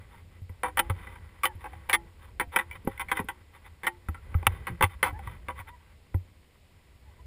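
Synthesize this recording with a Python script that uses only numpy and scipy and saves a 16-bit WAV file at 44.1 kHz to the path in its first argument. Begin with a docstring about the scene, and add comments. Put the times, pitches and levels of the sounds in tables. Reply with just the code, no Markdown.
"""Low rumble and faint rubbing come first, then a thud and a close, hard clatter: a small camera
travels over a wooden footbridge in a forest and onto a dirt trail, heard at its own microphone.
Each uneven plank sets housing and mount clattering, one blow and quick rebounds; the planks ring
faintly. Bigger bumps shake the mount with a low thud. Between them the gear rubs and squeaks,
with a faint hiss behind it all."""
import sys
import numpy as np
from scipy import signal
from scipy.fft import rfft, irfft
from scipy.io import wavfile

SR = 44100
rng = np.random.default_rng(int(sys.argv[2]) if len(sys.argv) > 2 else 0)


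def store_wav(level_fs):
    """Save 16-bit WAV to argv[1]."""
    pcm = np.round(np.clip(np.atleast_2d(level_fs), -1, 1) * 32767)
    wavfile.write(sys.argv[1], SR, pcm.T.astype(np.int16))


N = 320166

# knocks on the housing: t/s, level/dB, hardness/(dB per octave), favoured f/Hz, rebound hold/s, fade/s
KNOCKS = [(0.494, -50.5, -2, 440, 0, .004), (0.6333, -24.5, -3, 1045, 0.0016, 0.077),
          (0.7721, -23.5, 2.5, 960, 0.013, 0.0086), (0.7916, -19.5, 2.5, 3180, 0.0053, 0.014),
          (0.898, -30, -4.5, 1300, 0.0063, .015), (1.0702, -42, -5.5, 2000, 0.0022, 0.013),
          (1.434, -23, 2.5, 1170, 0.013, 0.01), (1.4546, -21, 1.5, 3140, 0.0043, 0.019),
          (1.642, -38.5, -2.5, 790, 0.019, 0.024), (1.7314, -46, -3, 756, 0, 0.011),
          (1.89, -37, -1.5, 910, 0.0019, 0.011), (1.8962, -23.5, 2, 940, 0, 0.039),
          (1.9306, -18.5, 3, 2120, 0.021, 0.0096), (2.398, -23.5, -1.5, 1890, 0.009, 0.028),
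          (2.54, -42.5, -10, 940, 0.022, 0.037), (2.5608, -18.5, -0.5, 1700, 0.0047, 0.021),
          (2.588, -25, 0.5, 1980, 0.004, 0.037), (2.7113, -37.5, 1.5, 2350, 0, 0.046),
          (2.8729, -23, -15, 1410, 0.0014, 0.0094), (2.977, -41.5, 4, 2080, 0.0043, .005),
          (2.9956, -31.5, 2, 1060, .02, 0.02), (3.0848, -38, 0, 2150, 0.0058, 0.055),
          (3.1155, -21.5, -0.5, 1610, 0.0052, 0.02), (3.1703, -29.5, 0.5, 2000, 0, 0.021),
          (3.191, -26.5, -6, 940, 0.0049, 0.025), (3.2865, -30, 2, 974, 0.0049, 0.027),
          (3.8338, -35.5, -3, 1900, 0.018, 0.028), (3.8674, -23, -0.5, 2000, 0.0083, 0.017),
          (4.086, -35.5, -3.5, 1230, 0, 0.0033), (4.1448, -43.5, -1.5, 1340, 0.00085, 0.055),
          (4.3434, -36.5, -7.5, 1320, 0.003, 0.0023), (4.428, -39, -7.5, 540, 0.00057, 0.0068),
          (4.4678, -13, 1, 2303, 0.0043, .002), (4.6692, -31.5, -0.5, 1415, 0.011, 0.037),
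          (4.8094, -20, -7, 1010, 0.0054, 0.0042), (4.825, -16.5, 0, 1050, 0.011, 0.027),
          (5.0289, -17, 0, 1420, .001, 0.031), (5.048, -29, -1.5, 1080, 0.012, 0.082),
          (5.1909, -42.5, -2.5, 776, 0.0055, .005), (5.273, -36, -0.5, 1010, 0.0033, 0.0061),
          (5.4845, -33, -4, 1080, 0.011, 0.033), (5.591, -43.5, 2, 1130, 0.018, 0.012),
          (6.1431, -36.5, -7.5, 353, 0.0026, 0.0073)]
# ring of housing and mount at every contact: f/Hz, level/dB, t60/s
HOUSING_MODES = [(210, -22.5, 0.07), (334.6, -15.5, 0.059), (518.7, -12.5, 0.082), (793.7, -7, 0.067),
                 (869, -3, 0.028), (967, -4, 0.05), (1128, -5, 0.035), (1320, -5.5, 0.031),
                 (1540, -1.5, 0.022), (1848, -10, 0.058), (2000, -1, .04), (2270, 1.5, 0.016),
                 (2470, -8, 0.028), (2623, -11.5, 0.032), (3067, -12, 0.049), (3438, -10, 0.018),
                 (3648, -16.5, 0.021), (4196, -30, 0.015), (8600, -17, 0.03), (9300, -18.5, 0.026),
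                 (9800, -14.5, 0.041), (10020, -12, .028), (10100, -14, 0.029), (10760, -19.5, 0.064),
                 (12740, -24, 0.019), (14800, -14.5, 0.031), (14350, -25, .028), (15200, -29, 0.035)]
# dense, quickly dying part of a contact: f/Hz, level/dB
CRACK_SPECTRUM = [(100, -24), (680, -23), (850, -5.5), (2200, -3.5), (3500, -21), (4400, -26), (6200, -31),
                  (8000, -28.5), (9800, -14), (11100, -18), (12000, -51), (13000, -12), (14600, -17.5),
                  (15900, -46.5)]
# jolts to the mount: t/s, level/dB, pitch factor, sharpness/dB (added to upper modes and snap)
BUMPS = [(0.418, -26.5, 1.03, -4), (0.498, -26, 0.99, 3.5), (0.901, -14, 1.04, -7), (1.552, -29, 0.97, 7),
         (2.475, -28, 0.78, -14), (2.849, -35, 1.2, 21), (2.875, -34, 1.2, 33.5), (3.199, -31, 1.11, 30),
         (3.244, -42, 1.2, 28), (4.0879, -17, 0.887, 10.5), (4.3511, -8.5, 0.95, -13.5),
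         (4.472, -15, 1.05, 3), (4.702, -26, 1.3, 11), (4.836, -12.5, 1.04, 5), (5.127, -28, 1.07, 6),
         (5.185, -56, 0.64, 3), (5.271, -26.5, 1.17, -16), (5.598, -31.5, 1, 5), (6.1472, -11, 1.02, -1)]
# the mount's sway: f/Hz, level/dB, t60/s
MOUNT_MODES = [(58, -34, 0.32), (88.6, -3, 0.15), (163, -20, 0.039), (205.4, -22, 0.043), (355, -30, 0.079)]
# thin metallic ring in the mount: f/Hz, level/dB, t60/s
METAL_MODES = [(11910, -40, 0.11), (12090, -41, .16)]
# bright snap of a sharp jolt: f/Hz, level/dB
SNAP_SPECTRUM = [(100, -52), (8000, -36.5), (10000, -10.5), (11000, 0), (13800, -9), (14800, -13),
                 (16000, -38)]
# planks set ringing under the camera: t/s, level/dB, pitch factor
PLANK_HITS = [(.65, -44, 0.92), (.795, -37, 1.02), (1.45, -42, 1.1), (1.655, -51, 0.9), (1.735, -53.5, 1),
              (1.944, -37, 1.02), (2.405, -47, 0.85), (2.565, -40, 1.04), (3.125, -39.5, 0.96),
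              (3.295, -53, 1.1), (3.872, -39, 1.06), (5.06, -40, 0.88)]
# a plank's ring: f/Hz, level/dB, t60/s
PLANK_MODES = [(332.5, -4, 0.35), (526, -32.5, 0.16), (830, 1.5, 0.22), (1010, -22, 0.3),
               (1340, -19.5, 0.22), (2010, -9.5, 0.15)]
# how much the moving gear rubs: t/s, level/dB
RUB_LEVELS = [(0.0, -61), (0.32, -65.5), (0.68, -65), (0.83, -53.5), (1.32, -61), (1.82, -59.5),
              (2.02, -65), (2.44, -65.5), (3.14, -55), (3.29, -61), (3.65, -66), (4.72, -56), (4.88, -70.5),
              (5.06, -56.5), (6.1, -67)]
# gritty scuffs of strap and mount: t/s, length/s, level/dB
SCUFFS = [(0.063, 0.18, -59), (0.308, 0.11, -68.5), (0.893, 0.31, -56.5), (1.592, 0.062, -52.5),
          (1.656, 0.15, -60), (2.167, 0.15, -57), (2.509, 0.066, -43.5), (2.742, 0.037, -49.5),
          (2.86, 0.096, -58), (3.135, 0.088, -38), (3.516, 0.077, -56), (3.636, 0.056, -51.5),
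          (4.4, 0.25, -53.5), (4.877, 0.087, -50.5), (5.204, 0.19, -54), (5.539, 0.095, -51),
          (5.664, 0.048, -49), (6.99, 0.29, -70.5)]
# squeaks and groans of the gear: t/s, length/s, level/dB, first f/Hz, last f/Hz
SQUEAKS = [(0.11, 0.073, -58, 1010, 870), (1.463, 0.075, -47.5, 930, 810), (4.149, 0.056, -61, 1250, 1430),
           (4.66, 0.13, -42, 193.4, 163.4), (5.115, 0.087, -47, 777, 948), (5.565, 0.042, -49, 967, 1207),
           (5.656, 0.0775, -49, 813, 1036), (5.712, 0.062, -52.5, 1003, 957), (7.047, 0.076, -65, 910, 776),
           (7.181, 0.04, -57.5, 950, 1010)]
# roughness of the way, heard as rumble: t/s, level/dB
RUMBLE_LEVELS = [(0.0, -52.5), (0.46, -57.5), (0.62, -52), (0.99, -44), (1.37, -55.5), (1.86, -51),
                 (2.3, -55.5), (2.91, -49.5), (3.58, -59.5), (4.12, -56), (4.53, -38.5), (4.85, -53.5),
                 (5.22, -44), (5.84, -59), (6.14, -57), (6.59, -63.5), (6.89, -62.5), (7.26, -51.5)]
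# handling rumble at the microphone: f/Hz, level/dB
RUMBLE_SPECTRUM = [(15, -26), (30, -7), (55, 3.5), (85, 5.5), (120, -10), (170, -14), (220, -18),
                   (300, -25.5), (450, -21.5), (900, -35.5), (3000, -78.5)]
# forest and microphone hiss: f/Hz, level/dB
HISS_SPECTRUM = [(100, 9.5), (600, -1), (1500, -11.5), (2100, -3.5), (5300, -12.5), (6000, -22.5),
                 (6900, -14), (10000, -16), (11000, -21), (12200, -25.5), (13200, -20.5), (14300, -12),
                 (15200, -26.5), (15700, -43)]


def knocks(blow_chatter=0.43, rebound_chatter=0.86, chatter_s=0.0029, firm_db=-17, choke_db_per_s=280):
    """Right at the microphone, a hard blow and its chattering rebounds ring one spot of the housing."""
    out = np.zeros(N)
    count, size = 12, 3072  # contacts in a knock, samples in a contact
    t = np.arange(size) / SR
    is_blow = (np.arange(count) == 0)[:, None]
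    for s, db, hardness, focus_hz, hold_s, fade_s in KNOCKS:
        buzz = rng.standard_normal((count, size)) * np.exp(-(t / chatter_s) ** 4)
        buzz /= np.linalg.norm(buzz, axis=1, keepdims=True)
        force = (t == 0) + np.where(is_blow, blow_chatter, rebound_chatter) * buzz
        rung = signal.fftconvolve(force, housing(size)[None], axes=1)[:, :size]
        tilt_db = hardness + np.where(is_blow, 0.75, -0.75)  # the blow is brighter than its rebounds
        focus_db = 4.5 + 0.46 * max(firm_db - db, 0)  # light taps favour their one resonance more
        contacts = contact_colour(rung, tilt_db, focus_hz, focus_db)
        firmness = max(db - firm_db, 0)  # the firmest hits press the parts together and choke the ring
        contacts *= amp(-choke_db_per_s * firmness * t)
        for contact, delay, rebound_db in zip(contacts, *rebounds(hold_s, fade_s, count)):
            attack_rms = np.sqrt(np.mean(contact[t < .006] ** 2))
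            add(out, s + delay, amp(db + rebound_db) * contact / attack_rms)
    return out


def rebounds(hold_s, fade_s, count, gap_s=0.0058, scatter_db=1.4, fade_db=26):
    """Delays/s and levels/dB of a blow and a loose part's uneven rebounds, which hold, then die."""
    gaps = gap_s * (1 + 0.4 * rng.uniform(-1, 1, count - 1))
    delay = np.cumsum(gaps)
    db = -1.5 + scatter_db * rng.standard_normal(count - 1)
    db -= fade_db * np.maximum(delay - hold_s, 0) / fade_s
    return np.append(0, delay), np.append(0, db)


def housing(size, pitch_spread=0.013, uneven_db=1.9, crack_db=-7, crack_t60=0.026):
    """Housing and mount answer a contact with a crack and modes that vary a little from spot to spot."""
    modes = ring(HOUSING_MODES, size, 1 + pitch_spread * rng.standard_normal(len(HOUSING_MODES)))
    strengths = amp(uneven_db * rng.standard_normal(len(modes)))
    signs = (-1) ** np.arange(len(modes))
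    tones = (signs * strengths) @ modes
    crack = burst(CRACK_SPECTRUM, size, crack_t60)
    return unit_rms(tones) + amp(crack_db) * unit_rms(crack)


def contact_colour(x, tilt_db, focus_hz, focus_db, low_hz=250, high_hz=3200, width_hz=130):
    """A soft contact loses treble, and the spot it hits favours one resonance."""
    hz = abs(np.fft.fftfreq(x.shape[-1], 1 / SR))
    db = tilt_db * np.log2(np.hypot(hz, low_hz) / np.hypot(hz, high_hz))
    db += focus_db / (1 + ((hz - focus_hz) / width_hz) ** 2)
    minimum_phase = np.exp(np.conj(signal.hilbert(np.log(amp(db)))))  # nothing rings before the hit
    return np.fft.ifft(np.fft.fft(x) * minimum_phase).real


def thuds(rise_s=0.0021, snap_db=-39, snap_t60=0.05, metal_db=-5):
    """A jolt sways the mount under the microphone; a sharp one also wakes its upper modes and snaps."""
    out = np.zeros(N)
    size = SR // 3
    push = 1 - np.exp(-np.arange(size) / SR / rise_s)
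    is_upper = np.arange(len(MOUNT_MODES)) >= 2
    metal = amp(metal_db) * ring(METAL_MODES, size).sum(0)
    for s, db, pitch, sharp_db in BUMPS:
        sway = amp(sharp_db * is_upper) @ ring(MOUNT_MODES, size, pitch)
        snap = amp(snap_db + sharp_db) * burst(SNAP_SPECTRUM, size, snap_t60)
        add(out, s, amp(db) * (push * sway + metal + snap))
    return out


def planks():
    """The bridge rings faintly below the camera: every plank has the same modes at its own pitch."""
    out = np.zeros(N)
    for s, db, pitch in PLANK_HITS:
        add(out, s, amp(db) * ring(PLANK_MODES, SR // 2, pitch).sum(0))
    return out


def rubbing(slips_per_s=2500, spots=4, gain_db=-0.5, flutter_db=2.5, still_db=-68, soft_hz=10000):
    """Countless tiny slips ring the housing close up: soft as the camera moves, gritty in the scuffs."""
    grit, scuff_gain = np.zeros((2, N))
    for _ in range(spots):
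        slips = (rng.random(N) < slips_per_s / spots / SR) * rng.standard_normal(N)
        grit += signal.oaconvolve(slips, housing(4096))[:N]
    soft = signal.lfilter(*signal.butter(1, soft_hz, fs=SR), grit)
    motion = gain_curve(RUB_LEVELS)
    motion /= 1 + (amp(still_db) / motion) ** 2  # hardly any slipping when almost still
    flutter = amp(gain_db + flutter_db * drift(rate_hz=25))
    for s, length, db in SCUFFS:
        add(scuff_gain, s, amp(db) * np.hanning(round(length * SR)))
    gritty = contact_colour(grit, tilt_db=-0.5, focus_hz=3600, focus_db=10)
    return flutter * motion * unit_rms(soft) + scuff_gain * unit_rms(gritty)


def squeaks(waver=0.026, octave_db=-11):
    """The gear sticks and slips near the microphone: an unsteady gliding tone with a weak octave."""
    out = np.zeros(N)
    for s, length, db, first_hz, last_hz in SQUEAKS:
        size = round(length * SR)
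        hz = np.linspace(first_hz, last_hz, size) * (1 + waver * drift(rate_hz=443)[:size])
        phase = 2 * np.pi * np.cumsum(hz) / SR
        tone = np.sin(phase) + amp(octave_db) * np.sin(2 * phase)
        add(out, s, amp(db) * unit_rms(tone) * np.hanning(size))
    return out


def rumble(gain_db=2, lumps_db=2):
    """Lumpy handling rumble, carried from bridge and trail through the mount to the microphone."""
    lumps = amp(gain_db + lumps_db * drift(rate_hz=18))
    return lumps * gain_curve(RUMBLE_LEVELS) * noise(RUMBLE_SPECTRUM, N)


def hiss(level_db=-63.5):
    """Faint steady hiss of the surrounding forest and the microphone itself."""
    return amp(level_db) * noise(HISS_SPECTRUM, N)


def ring(modes, size, pitch=1):
    """A body's answer to one blow: a damped sine for each mode, one to a row."""
    t = np.arange(size) / SR
    hz, db, t60 = np.transpose(modes)[:, :, None]
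    hz = hz * np.reshape(pitch, (-1, 1))
    return amp(db - 60 * t / t60) * np.sin(2 * np.pi * hz * t)


def noise(spectrum, size):
    """Noise of unit RMS with a spectrum drawn on a log-frequency axis."""
    corner_hz, corner_db = np.transpose(spectrum)
    hz = np.fft.rfftfreq(size, 1 / SR)
    db = np.interp(np.log(hz + 1), np.log(corner_hz), corner_db)
    return unit_rms(irfft(rfft(rng.standard_normal(size)) * amp(db), size))


def burst(spectrum, size, t60):
    """Coloured noise that falls by 60 dB in t60 seconds."""
    t = np.arange(size) / SR
    return noise(spectrum, size) * amp(-60 * t / t60)


def drift(rate_hz):
    """Smooth random wander of unit RMS."""
    t = np.arange(N) / SR
    return unit_rms(np.interp(t * rate_hz, np.arange(4000), rng.standard_normal(4000)))


def gain_curve(levels):
    """Gain at every sample from rows of t/s, level/dB."""
    return amp(np.interp(np.arange(N) / SR, *np.transpose(levels)))


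def amp(db):
    return 10 ** (np.asarray(db) / 20)


def unit_rms(x):
    return x / np.sqrt(np.mean(x ** 2) + 1e-20)


def add(mix, start_s, sound):
    part = mix[max(round(start_s * SR), 0):][:len(sound)]
    part += sound[:len(part)]


def scene():
    """Gear up close, planks below and forest behind, in mono at the camera's microphone."""
    return (knocks() + planks() + rubbing() + squeaks() + thuds() + rumble() + hiss())[None]


def record(dry, dip_hz=6050, dip_q=6, dip_share=0.33, edge_hz=15900):
    """The camera takes the sound with a narrow dip in the treble and a steep upper band limit."""
    notched = signal.lfilter(*signal.iirnotch(dip_hz, dip_q, fs=SR), dry)
    dipped = dry + dip_share * (notched - dry)
    lowpass = signal.firwin(255, edge_hz, window=("kaiser", 9), fs=SR)
    return signal.oaconvolve(dipped, lowpass[None], "same")


dry = scene()
out = record(dry)
store_wav(out)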